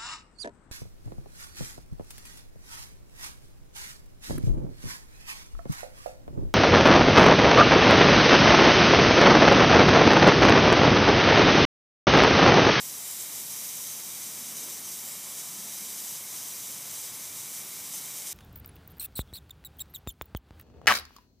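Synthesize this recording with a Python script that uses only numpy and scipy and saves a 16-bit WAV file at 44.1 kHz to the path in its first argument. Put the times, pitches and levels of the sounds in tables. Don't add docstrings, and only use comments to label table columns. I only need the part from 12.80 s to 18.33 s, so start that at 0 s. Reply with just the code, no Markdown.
import sys
import numpy as np
from scipy import signal
from scipy.fft import rfft, irfft
from scipy.io import wavfile
from scipy.ndimage import map_coordinates

SR = 44100
rng = np.random.default_rng(int(sys.argv[2]) if len(sys.argv) > 2 else 0)


def to_wav(sig):
    pcm = np.clip(np.atleast_2d(sig), -1, 1) * 32767
    pcm = np.round(pcm).astype(np.int16)
    wavfile.write(sys.argv[1], SR, pcm.T)


N = 243873
T = np.arange(N) / SR
FREQ = np.fft.rfftfreq(N, 1 / SR)

# f/Hz, relative level/dB
JET_SPECTRUM = [(500, -31), (1600, -17.5), (3000, -11), (3900, -10.5), (4250, -14), (4480, -12),
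                (4650, -4.5), (4850, -6), (5100, -1.9), (6400, -1.5), (6760, -3.5), (7050, -1.5),
                (8000, -0.8), (8700, -0.5), (9600, 0), (10100, -2.5), (10600, -2.5), (12600, -4),
                (15200, -5)]
# onset t/s, duration/s, rise in level/dB
JET_SPURTS = [(0, 0.1, 1.1), (0.235, 0.17, 0.9), (0.39, 0.05, 2), (0.515, 0.1, 2), (0.69, 0.43, 1.45),
              (1.388, 0.088, 1.1), (1.65, 0.05, 0.8), (1.757, 0.081, 2.1), (1.88, 0.06, 1.7),
              (2.055, 0.1, 1.5), (2.238, 0.095, 0.9), (2.566, 0.035, 2.5), (2.93, 0.22, 1.4),
              (3.157, 0.22, 2), (3.51, 0.43, 1.2), (4.093, 0.18, 2.1), (4.55, 0.054, 2),
              (4.717, 0.065, 2.5), (5.114, 0.072, 4), (5.225, 0.071, 0.5), (5.342, 0.06, 3),
              (5.45, 0.11, 4)]
# onset t/s, duration/s, drop in level/dB
GAP_CHOKES = [(0.465, 0.04, 0.4), (0.635, 0.035, 0), (1.72, 0.02, 2), (1.98, 0.06, 1.5), (2.36, 0.06, 1.2),
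              (3.415, 0.05, 1.3), (3.98, 0.08, 1.2), (4.3, 0.025, 2.6), (4.365, 0.025, 1.2),
              (4.48, 0.04, 1.3), (4.82, 0.11, 1)]
# f/Hz, width/Hz, relative level/dB
BODY_MODES = [(3010, 160, -7.5), (3173, 66, -5), (3375, 47, -4), (3800, 240, -3), (4050, 140, -6.5),
              (4389, 74, -7), (4570, 76, -6.5), (5020, 63, -2.5), (8060, 190, 0), (8300, 90, -7),
              (8430, 83, 1.5), (9130, 230, 0), (9380, 180, 2.5), (11750, 420, -5)]
LOWER_MODES = [(5744, 116, 3.5), (5800, 65, 1), (6040, 55, 3), (6180, 80, 4.5), (6280, 66, 3),
               (6400, 96, 2.8), (6540, 90, 0)]
UPPER_MODES = [(7040, 180, 0.5), (7300, 150, -4), (7460, 180, 1.5), (7770, 260, -0.5)]
# t/s, level added to that cavity/dB
JET_LEAN = [(0, -4), (0.15, 1.5), (0.24, -5), (0.66, -5), (0.71, 0.5), (1.1, 2), (1.4, 0), (1.85, 0.5),
            (2.17, 1.5), (2.29, -5.5), (2.8, 2), (3.15, 0.5), (3.35, -0.5), (3.55, 1), (3.85, -0.5),
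            (5.53, -0.5)]
# t/s, relative level/dB
SIZZLE_ENVELOPE = [(0, -1.5), (0.3, -3), (0.8, -1.5), (1.3, -4.5), (1.9, -4.5), (2.25, -1), (2.45, -6),
                   (2.85, -5), (3.25, -1), (3.6, -3), (4.2, -5), (5.15, -2), (5.5, -6)]
# f/Hz, relative level/dB
HISS_SPECTRUM = [(200, -37), (450, -5), (1050, -1), (1580, -5.5), (2050, -1.5), (2310, -4), (2600, -5),
                 (3350, -2.5), (3950, -1.5), (4350, -3.5), (4700, -3), (6000, -1), (6750, -2.5), (7200, 0),
                 (14000, -1)]
# f/Hz, width/Hz, relative level/dB
HOLLOW_MODES = [(2146, 140, -5), (2328, 130, -2)]
# t/s, level/dB
HOLLOW_ENVELOPE = [(0, -65), (0.5, -57.5), (0.68, -61), (0.85, -57), (1.02, -63), (1.25, -59.5), (1.8, -61),
                   (2.1, -63), (2.4, -59.5), (2.7, -64), (3.3, -63), (3.47, -58.5), (3.62, -63), (4.2, -63),
                   (4.56, -59.5), (4.82, -60.5), (4.95, -56), (5.1, -62), (5.28, -58.5), (5.38, -61),
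                   (5.53, -59)]
# f/Hz, relative level/dB
RUMBLE_SPECTRUM = [(25, -30), (46, -16), (65, -14), (76, -14), (90, -5), (135, -4.5), (185, -0.5),
                   (240, -2.5), (330, -5.5), (600, -10.5), (1200, -11), (3000, -52)]
# peak t/s, half duration/s, f/Hz, width/Hz, peak level/dB
RUMBLE_SWELLS = [(1.4, 0.16, 175, 70, -63), (1.8, 0.57, 225, 70, -61.3), (1.84, 0.11, 390, 300, -56.5),
                 (2.85, 0.41, 200, 55, -62.5), (3.98, 0.1, 190, 80, -62), (4.35, 0.45, 120, 28, -66),
                 (5.08, 0.28, 178, 70, -64)]
# f/Hz, initial level/dB, final level/dB
HUM_TONES = [(147.4, -67, -73), (361, -76, -70.5)]


def undb(db):
    return 10 ** (np.asarray(db) / 20)


def unit(x):
    return x / np.std(x)


def colour(points):
    hz, db = np.transpose(points)
    return undb(np.interp(np.log(FREQ + 1), np.log(hz), db))


def resonances(modes):
    return np.sqrt(sum(undb(db) ** 2 / (1 + ((FREQ - hz) / (0.54 * width)) ** 2) ** 2
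                       for hz, width, db in modes))


def noise(response):
    return irfft(rfft(rng.standard_normal(N)) * response, N)


def walk(cutoff_hz):
    return unit(noise(1 / (1 + (FREQ / cutoff_hz) ** 4)))


def envelope(points):
    return np.interp(T, *np.transpose(points))


def held(events, attack_s=0.021, release_s=0.016):
    return sum(db * np.clip((T - onset) / attack_s, 0, 1)
               * np.clip(1 - (T - onset - duration) / release_s, 0, 1)
               for onset, duration, db in events)


def jet(level_db=-38, sag_db_per_s=0.41):
    choke_db = held(GAP_CHOKES)
    surge_db = held(JET_SPURTS) - choke_db + 0.11 * walk(24)
    air = noise(colour(JET_SPECTRUM)) + fitting(surge_db, choke_db) + sizzle(surge_db)
    chatter = undb(0.33 * walk(70))
    flutter = chatter * (1 + 0.22 * spits())
    return unit(air) * flutter * undb(level_db - sag_db_per_s * T + surge_db)


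def fitting(surge_db, choke_db):
    drive_db = 0.2 * surge_db - 0.45 * choke_db
    lean_db = envelope(JET_LEAN)
    body = noise(resonances(BODY_MODES)) * undb(drive_db + 0.4 * walk(16) + 0.1)
    lower = cavity(LOWER_MODES) * undb(drive_db + lean_db + 0.6 * walk(22) + 1.3)
    upper = cavity(UPPER_MODES) * undb(drive_db - 0.51 * lean_db + 0.7 * walk(16) + 0.8)
    return body + lower + upper


def cavity(modes, drift_share=0.002, drift_rate_hz=6.01):
    ring = noise(resonances(modes))
    warped_samples = np.cumsum(1 + drift_share * walk(drift_rate_hz))
    return map_coordinates(ring, [warped_samples], order=5, mode="wrap")


def sizzle(surge_db, surge_share=0.65):
    level_db = envelope(SIZZLE_ENVELOPE) - (1 - surge_share) * surge_db
    return noise(resonances([(12740, 4100, 0)])) * undb(level_db + 0.5 * walk(20))


def spits(per_s=95, decay_s=0.00089):
    kicks = (rng.random(N) < per_s / SR) * rng.exponential(size=N)
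    return signal.lfilter([1], [1, -np.exp(-1 / (decay_s * SR))], kicks)


def hiss(level_db=-43.5, choke_share=0.15):
    seepage = unit(noise(colour(HISS_SPECTRUM)))
    seepage *= undb(level_db + 0.3 * walk(6.7) - choke_share * held(GAP_CHOKES))
    ring = unit(noise(resonances(HOLLOW_MODES))) * undb(envelope(HOLLOW_ENVELOPE))
    return seepage + ring


def metalwork(direct, echo_db=-16.5, min_delay_s=0.002, spread_s=0.012, count=14):
    echoes = sum(np.sign(polarity - 0.5) * np.exp(-2j * np.pi * FREQ * (min_delay_s + spread_s * lag))
                 for lag, polarity in rng.random((count, 2)))
    return irfft(rfft(direct) * (1 + undb(echo_db) * echoes / np.sqrt(count)), N)


def rumble(level_db=-57.5):
    sound = unit(noise(colour(RUMBLE_SPECTRUM))) * undb(level_db + 0.22 * walk(4.7))
    for peak_s, half_s, hz, width, db in RUMBLE_SWELLS:
        band = unit(noise(resonances([(hz, width, 0)])))
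        sound += band * np.exp(-((T - peak_s) / half_s) ** 2) * undb(db)
    return sound


def hum(waver_share=0.0081):
    sound = np.zeros(N)
    for hz, start_db, end_db in HUM_TONES:
        phase = 2 * np.pi * np.cumsum(hz * (1 + waver_share * walk(6))) / SR
        level_db = np.linspace(start_db, end_db, N) + 1.5 * walk(3.2)
        sound += np.sqrt(2) * np.sin(phase) * undb(level_db)
    return sound


def scene():
    leak = metalwork(jet() + hiss())
    return np.tile(leak + rumble() + hum(), (2, 1))


def record(dry, bottom_hz=60, top_hz=15260):
    highpass = signal.butter(4, bottom_hz, "highpass", fs=SR, output="sos")
    lowpass = signal.ellip(12, 0.1, 75, top_hz, fs=SR, output="sos")
    return signal.sosfilt(lowpass, signal.sosfilt(highpass, dry))


dry = scene()
out = record(dry)
to_wav(out)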